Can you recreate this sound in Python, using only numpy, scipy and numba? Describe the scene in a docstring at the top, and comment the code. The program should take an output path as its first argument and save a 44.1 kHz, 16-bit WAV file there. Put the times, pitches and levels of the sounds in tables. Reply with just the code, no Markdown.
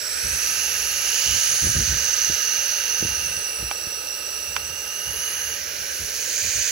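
"""Young barn owls hissing in a nest box.

Three owls hiss at an intruder: air rushes through throat and bill resonances that slide as they sway.
One holds a fluttering, nearly whistled hiss, then drops back. A bill snaps twice; feet shuffle and
knock on the plywood floor. A close microphone pair hears it all inside the box."""
import sys
import numpy as np
from scipy import signal
from scipy.fft import rfft, irfft, next_fast_len
from scipy.io import wavfile
from scipy.ndimage import uniform_filter1d
from numba import njit

SR = 44100
rng = np.random.default_rng(int(sys.argv[2]) if len(sys.argv) > 2 else 0)


def dump_mix(stems):
    """Bounce the given channels to the path in sys.argv[1] as a 16-bit WAV at rate SR."""
    frames = np.atleast_2d(stems).T  # one column per channel
    limited = np.clip(frames, -1, 1)  # hard clip at full scale
    pcm = np.round(limited * 32767).astype(np.int16)
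    wavfile.write(sys.argv[1], SR, pcm)


N = 295911
TIME_S = np.arange(N) / SR


def from_db(db):
    """Decibels to gain."""
    return 10 ** (np.asarray(db) / 20)


def unit_rms(x):
    """Scale to rms 1."""
    return x / np.sqrt(np.mean(x ** 2) + 1e-20)


def in_time(rows):
    """Interpolate (time_s, values...) rows at every sample."""
    time_s, *columns = np.transpose(rows)
    return [np.interp(TIME_S, time_s, column) for column in columns]


def at_hz(rows, hz):
    """Interpolate (freq_hz, value) rows on a log-frequency axis."""
    freq_hz, values = np.transpose(rows)
    return np.interp(np.log(hz + 1), np.log(freq_hz), values)


def high_pass(x, edge_hz):
    """Small surfaces radiate little below an edge."""
    return signal.sosfilt(signal.butter(3, edge_hz, "high", fs=SR, output="sos"), x)


@njit
def sliding_band(x, centre_rad, width_rad):
    """Unity-gain band-pass; centre and width in radians per sample."""
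    y = np.zeros(len(x))
    for i in range(len(x)):
        a = width_rad[i] / 2
        drive = a * (x[i] - (x[i - 2] if i > 1 else 0.))
        y[i] = (drive + 2 * np.cos(centre_rad[i]) * y[i - 1] - (1 - a) * y[i - 2]) / (1 + a)
    return y


def resonate(x, hz, width_hz):
    """One resonance, steady or sliding."""
    rad_per_hz = np.full(N, 2 * np.pi / SR)
    return sliding_band(x, rad_per_hz * hz, rad_per_hz * width_hz)


def rush(hz, width_hz):
    """Turbulence passed twice through a resonance; rms 1."""
    band = resonate(rng.standard_normal(N), hz, width_hz)
    return unit_rms(resonate(band, hz, width_hz))


def cavity(modes, stretch=1):
    """Turbulence in resonances that slide together; rms 1."""
    return unit_rms(sum(from_db(db) * rush(hz * stretch, width_hz) for hz, width_hz, db in modes))


def flutter(hz, width_hz, depth_db):
    """Uneven pulsing, as a gain."""
    return unit_rms(from_db(depth_db * rush(hz, width_hz)))


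def evened(x, share):
    """Saturating air stream: flatten a share of its chance swells; rms 1."""
    power = uniform_filter1d(x ** 2, size=SR // 100)
    return unit_rms(x / power ** (share / 2))


def ring(blows, modes):
    """Blows set damped sines ringing."""
    out = np.zeros(N)
    for hz, db, t60_s in modes:
        radius, angle = from_db(-60 / (t60_s * SR)), 2 * np.pi * hz / SR
        feedback = [1, -2 * radius * np.cos(angle), radius ** 2]
        out += from_db(db) * signal.lfilter([0, np.sin(angle)], feedback, blows + 1e-18)
    return out


def box_air():
    """Low murmur of air in the box's resonances."""
    # centre_hz, width_hz, gain_db
    air_modes = [(72, 50, -7.5), (170, 160, -13), (335, 130, -9), (460, 150, 0), (565, 130, -1.5),
                 (830, 150, -13), (1060, 400, -9)]
    return from_db(-45.5) * cavity(air_modes)


def stroke(start_s, length_s, attack_s=.021, release_s=.018):
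    """Envelope of one rubbing movement: rise, hold, exponential fade."""
    rise = np.clip(1 + (TIME_S - start_s) / attack_s, 0, 1)
    return rise * np.exp(-np.maximum(TIME_S - start_s - length_s, 0) / release_s)


def shuffle():
    """Feet and wings rub the floor: dull scuffs over faint fidgeting."""
    # start_s, length_s, level_db
    scuffs = [(0.239, .12, -39.5), (.42, .56, -50), (1.272, 0.093, -37), (1.5, 0.044, -44.5),
              (1.635, 0.067, -27), (1.76, .065, -24), (1.89, 0.064, -30.5), (2.002, 0.054, -43),
              (2.291, 0.043, -41), (3.015, .1, -35.5), (3.18, 0.14, -44.5), (3.358, .03, -43),
              (3.605, 0.06, -37), (4.467, 0.29, -47), (5.072, 0.034, -41), (5.17, .025, -48),
              (5.45, 0.17, -50), (5.796, 0.025, -45), (6.002, .035, -40), (6.43, 0.055, -41.5),
              (6.565, 0.024, -40)]
    # centre_hz, width_hz, gain_db
    rub_modes = [(66.7, 46, 11), (129, 124, 0), (232, 210, -8)]
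    rubbing = sum(from_db(db) * stroke(start_s, length_s) for start_s, length_s, db in scuffs)
    fidgeting = from_db(-59.5) * flutter(7.3, 14.6, depth_db=2)
    return np.hypot(rubbing, fidgeting) * evened(cavity(rub_modes), share=.28)


def footfalls():
    """Steps ring the plywood floor; a harder step is a shorter push."""
    # start_s, level_db, hardness_hz
    steps = [(0.248, -38, 199), (1.645, -27, 119), (1.67, -27, 264), (1.765, -27, 220), (1.807, -25, 200),
             (1.923, -37, 220), (2.299, -30, 700), (3.026, -23.5, 454), (3.051, -30, 600),
             (3.628, -32.5, 263), (3.87, -37.5, 500)]
    # pitch_hz, gain_db, t60_s
    floor_modes = [(71, -26, .13), (111, -2, 0.044), (155, 7, 0.017), (225, 2, 0.029), (338, 4, 0.04),
                   (440, 1, 0.057)]
    pushes = np.zeros(N)
    for start_s, db, hardness_hz in steps:
        start, decay = round(start_s * SR), np.exp(-2 * np.pi * hardness_hz / SR)
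        push = (1 - decay) * decay ** np.arange(SR // 20)
        pushes[start:start + len(push)] += from_db(db) * push
    return from_db(-2) * ring(pushes, floor_modes)


def bill_snaps(echo_s=.0034):
    """The mandibles meet twice per snap; the near wall throws the clack back."""
    # start_s, level_db, low_edge_hz
    contacts = [(3.7108, -16.5, 620), (3.7133, -8, 520), (4.5636, -9, 1050), (4.5656, -2.5, 1050)]
    # bill and surrounding air: pitch_hz, gain_db, t60_s
    clack_modes = [(830, -19.5, .038), (1060, -16.5, .022), (1340, -14, .027), (1600, -5, .005),
                   (2400, -7, .005), (3100, -9, .004), (4500, -12, .004), (6600, -19, .003)]
    clicks, blow = np.zeros(N), signal.unit_impulse(SR // 20)
    for start_s, db, edge_hz in contacts:
        start = round(start_s * SR)
        clicks[start:start + len(blow)] += from_db(db) * high_pass(blow, edge_hz)
    clack = ring(clicks, clack_modes)
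    return from_db(-.5) * clack + from_db(-11) * np.interp(TIME_S - echo_s, TIME_S, clack)


def bill_whistles():
    """Thin whistles at the bill swell and fade as they glide."""
    # start_s, length_s, peak_db, start_hz, end_hz
    glides = [(-.07, 0.73, -29, 7600, 9150), (.9, .6, -36, 8750, 8850), (1.25, 0.7, -24.5, 8850, 9200),
              (1.7, 1.1, -38, 9050, 8650), (2.605, 1.44, -31, 9350, 9900), (3.593, 1.3, -35, 9800, 9500),
              (4.95, .62, -37, 10050, 9900), (5.35, 1.25, -37, 9250, 7950)]
    out = np.zeros(N)
    for start_s, length_s, db, start_hz, end_hz in glides:
        progress = np.clip((TIME_S - start_s) / length_s, 0, 1)
        arch = (4 * progress * (1 - progress)) ** 1.2
        out += from_db(db) * arch * rush(start_hz + (end_hz - start_hz) * progress, width_hz=490)
    return out


def wall_notch(x):
    """A wall reflection cancels one band, which slides as the birds sway."""
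    # time_s, notch_hz, depth (0-1)
    sway = [(0, 7000, 0), (.6, 8000, 0.47), (2.1, 7970, 0.4), (2.9, 7900, .9), (3.25, 7850, .8),
            (3.5, 6570, .9), (4.55, 6580, 1), (4.8, 7100, 0.1), (5.25, 7900, 1), (5.9, 7830, 0.8),
            (6.4, 8000, 0.06)]
    notch_hz, depth = in_time(sway)
    for _ in range(2):
        x = x - depth * resonate(x, notch_hz, width_hz=650)
    return x


def brood_hiss():
    """Breath through throat, mouth and bill: a broad rasp around a shrill core."""
    # time_s, effort_db, core_hz
    effort = [(0, -37.5, 5560), (.15, -35, 5520), (.3, -34, 5920), (.5, -30.3, 5960), (.9, -32, 5990),
              (1.25, -27, 6100), (1.7, -29.5, 6085), (2.25, -29.5, 5976), (3.05, -32.5, 5980),
              (3.6, -38, 5800), (4.3, -37.5, 5774), (4.85, -39.5, 5870), (5.25, -36, 6060),
              (5.5, -36.5, 6090), (5.65, -37, 5820), (6.08, -35.8, 5950), (6.35, -30.7, 6260),
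              (6.71, -29, 6260)]
    # an open gape widens the core: time_s, width_hz
    gape = [(0, 920), (.5, 1030), (1.25, 1240), (2.1, 704), (3.7, 560), (5.45, 740), (5.65, 1264),
            (6.71, 1280)]
    # time_s, level_db
    throat_levels = [(0, -36.5), (.3, -33), (.85, -34.5), (1.9, -31), (2.9, -34), (3.5, -39), (4.05, -42.5),
                     (4.95, -40), (5.35, -34.5), (6.15, -37.5), (6.71, -30.5)]
    bill_levels = [(0, -37), (.5, -29.5), (1.45, -31), (1.85, -36), (2.8, -33.5), (3.4, -40), (4.1, -46),
                   (4.75, -39.5), (5.25, -32), (5.53, -34.5), (5.63, -41.5), (6.05, -35.5), (6.71, -39.5)]
    # centre_hz, width_hz, gain_db
    throat_modes = [(1549, 290, -1), (1673, 314, -1), (1923, 590, -1.5), (2438, 380, -3.5),
                    (2860, 910, -2.5)]
    mouth_modes = [(3830, 1700, -4), (4373, 760, -1.2), (4804, 450, -2.3), (5340, 520, -3),
                   (7460, 1500, -7), (8020, 230, 0.5)]
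    bill_modes = [(9740, 1700, 4.5), (10020, 350, 2), (10800, 360, 1.2), (11560, 330, 1.5)]
    fizz_modes = [(7760, 1000, -4), (12530, 840, -1.5), (14300, 1300, -2), (15500, 550, -4)]
    gape_modes = [(2435, 660, 1), (3010, 220, -5), (13350, 790, -0.5)]
    effort_db, core_hz = in_time(effort)
    width_hz, = in_time(gape)
    throat_db, = in_time(throat_levels)
    bill_db, = in_time(bill_levels)
    stretch = (core_hz / np.mean(core_hz)) ** .52  # the airway shortens as the core rises
    breath = from_db(throat_db) * cavity(throat_modes, stretch)
    breath += from_db(effort_db + 2.12) * cavity(mouth_modes, stretch)
    breath += from_db(bill_db) * cavity(bill_modes, stretch)
    breath += from_db(.46 * effort_db - 21.5) * cavity(fizz_modes, stretch)
    breath += from_db(effort_db - 3.5) * (width_hz / np.max(width_hz)) ** 2.8 * cavity(gape_modes)
    # two birds share the core, which weakens as it widens
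    lower_bird = rush(core_hz - .13 * width_hz, .35 * width_hz)
    upper_bird = from_db(.5) * rush(core_hz + .31 * width_hz, .66 * width_hz)
    core_db = effort_db + 15 - .0086 * width_hz
    breath += from_db(core_db) * unit_rms(lower_bird + upper_bird) * flutter(160, 160, depth_db=-1.1)
    return breath * flutter(49, 110, depth_db=.22)


def leader_hiss():
    """A narrow throat resonance, pulsed by fluttering tissue; drops abruptly near 5.6 s."""
    # time_s, level_db, throat_hz
    long_hiss = [(.15, -40.5, 2490), (.6, -31.3, 2750), (.98, -32.5, 2770), (1.28, -27.5, 2900),
                 (1.62, -35.5, 2860), (2.25, -30.5, 2807), (3.1, -29, 2775), (3.85, -35.5, 2706),
                 (4.7, -32, 2774), (5.25, -30.5, 2864), (5.55, -32, 2860)]
    # centre_hz, width_hz, gain_db
    chest_modes = [(840, 120, -8.5), (1000, 220, -13), (1272, 100, -.5)]
    level_db, throat_hz = in_time(long_hiss)
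    envelope, = in_time([(.1, .55), (.2, .88), (5.56, .63), (5.585, .27)])
    beat_hz = 72 * (1 + .23 * rush(15, 33))
    pulsing = unit_rms(from_db(.99 * np.sin(2 * np.pi * np.cumsum(beat_hz) / SR)))
    # the throat tightens
    width_hz, = in_time([(.15, 300), (1.3, 320), (1.7, 200), (3.8, 190), (4.7, 160)])
    tone = from_db(level_db) * evened(rush(throat_hz, width_hz), share=.35)
    chest = from_db(.41 * level_db - 28.5) * cavity(chest_modes)
    return envelope * (tone + chest) * pulsing


def box_reflections(x, t60_s=.07, left_db=-11, right_db=-15):
    """Dense echoes between close walls, different at each microphone."""
    delay_s = TIME_S[:SR // 6]
    echoes = rng.standard_normal((2, len(delay_s))) * from_db(-60 * delay_s / t60_s) * (delay_s > .002)
    echoes /= np.sqrt(np.sum(echoes ** 2, axis=1, keepdims=True))
    return from_db([[left_db], [right_db]]) * signal.fftconvolve(x[None], echoes, axes=1)[:, :N]


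def microphones(direct, reflected):
    """The right port faces the birds; above 8.3 kHz the two differ only in phase."""
    # freq_hz, left_minus_right_db
    balance = [(220, -.5), (550, -9), (730, -6), (1280, -16), (1750, -20), (2300, -10), (2850, -12),
               (4000, -9.5), (5400, -13), (6200, -12), (7200, -5), (7900, -7), (8300, 0)]
    # freq_hz, left_lead_rad
    phase = [(150, -.3), (500, -1.1), (1200, .6), (2200, .1), (2800, -1.3), (4200, -.5), (5850, -1.5),
             (7700, .4), (8050, 2.6), (8700, 3.1), (9250, 3.2), (11000, 6.2), (11700, 6.4), (13100, 9.3),
             (13800, 9.5), (15200, 12.5)]
    size = next_fast_len(N + SR // 10)
    hz = np.arange(size // 2 + 1) * SR / size
    ratio = from_db(at_hz(balance, hz))
    left = ratio * np.exp(1j * at_hz(phase, hz))
    ports = np.array([left, np.ones(len(hz))]) * np.sqrt(2 / (1 + ratio ** 2))
    # box echoes fade out between 7.6 and 8.3 kHz, leaving the highest hiss dry
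    echo_gain = 1 - np.clip((hz - 7600) / 700, 0, 1)
    walls = echo_gain * rfft(reflected, size)
    return irfft(ports * rfft(direct, size) + walls, size)[:, :N]


def scene():
    """Owls, feet and box air, direct and reflected, in stereo."""
    owls = wall_notch(brood_hiss()) + bill_whistles() + leader_hiss() + bill_snaps()
    feet = high_pass(footfalls() + shuffle(), edge_hz=34)
    air = box_air()
    diffuse_air = from_db(2.5) * high_pass(air, edge_hz=320)  # above the bass it comes from all walls
    direct = from_db(-.98) * owls + air + feet
    reflected = box_reflections(owls + diffuse_air + from_db(3) * feet)
    return microphones(direct, reflected)


def record(dry, cutoff_hz=15850):
    """Steep low-pass."""
    return signal.sosfilt(signal.ellip(12, .1, 90, cutoff_hz, fs=SR, output="sos"), dry)


dry = scene()
out = record(dry)
dump_mix(out)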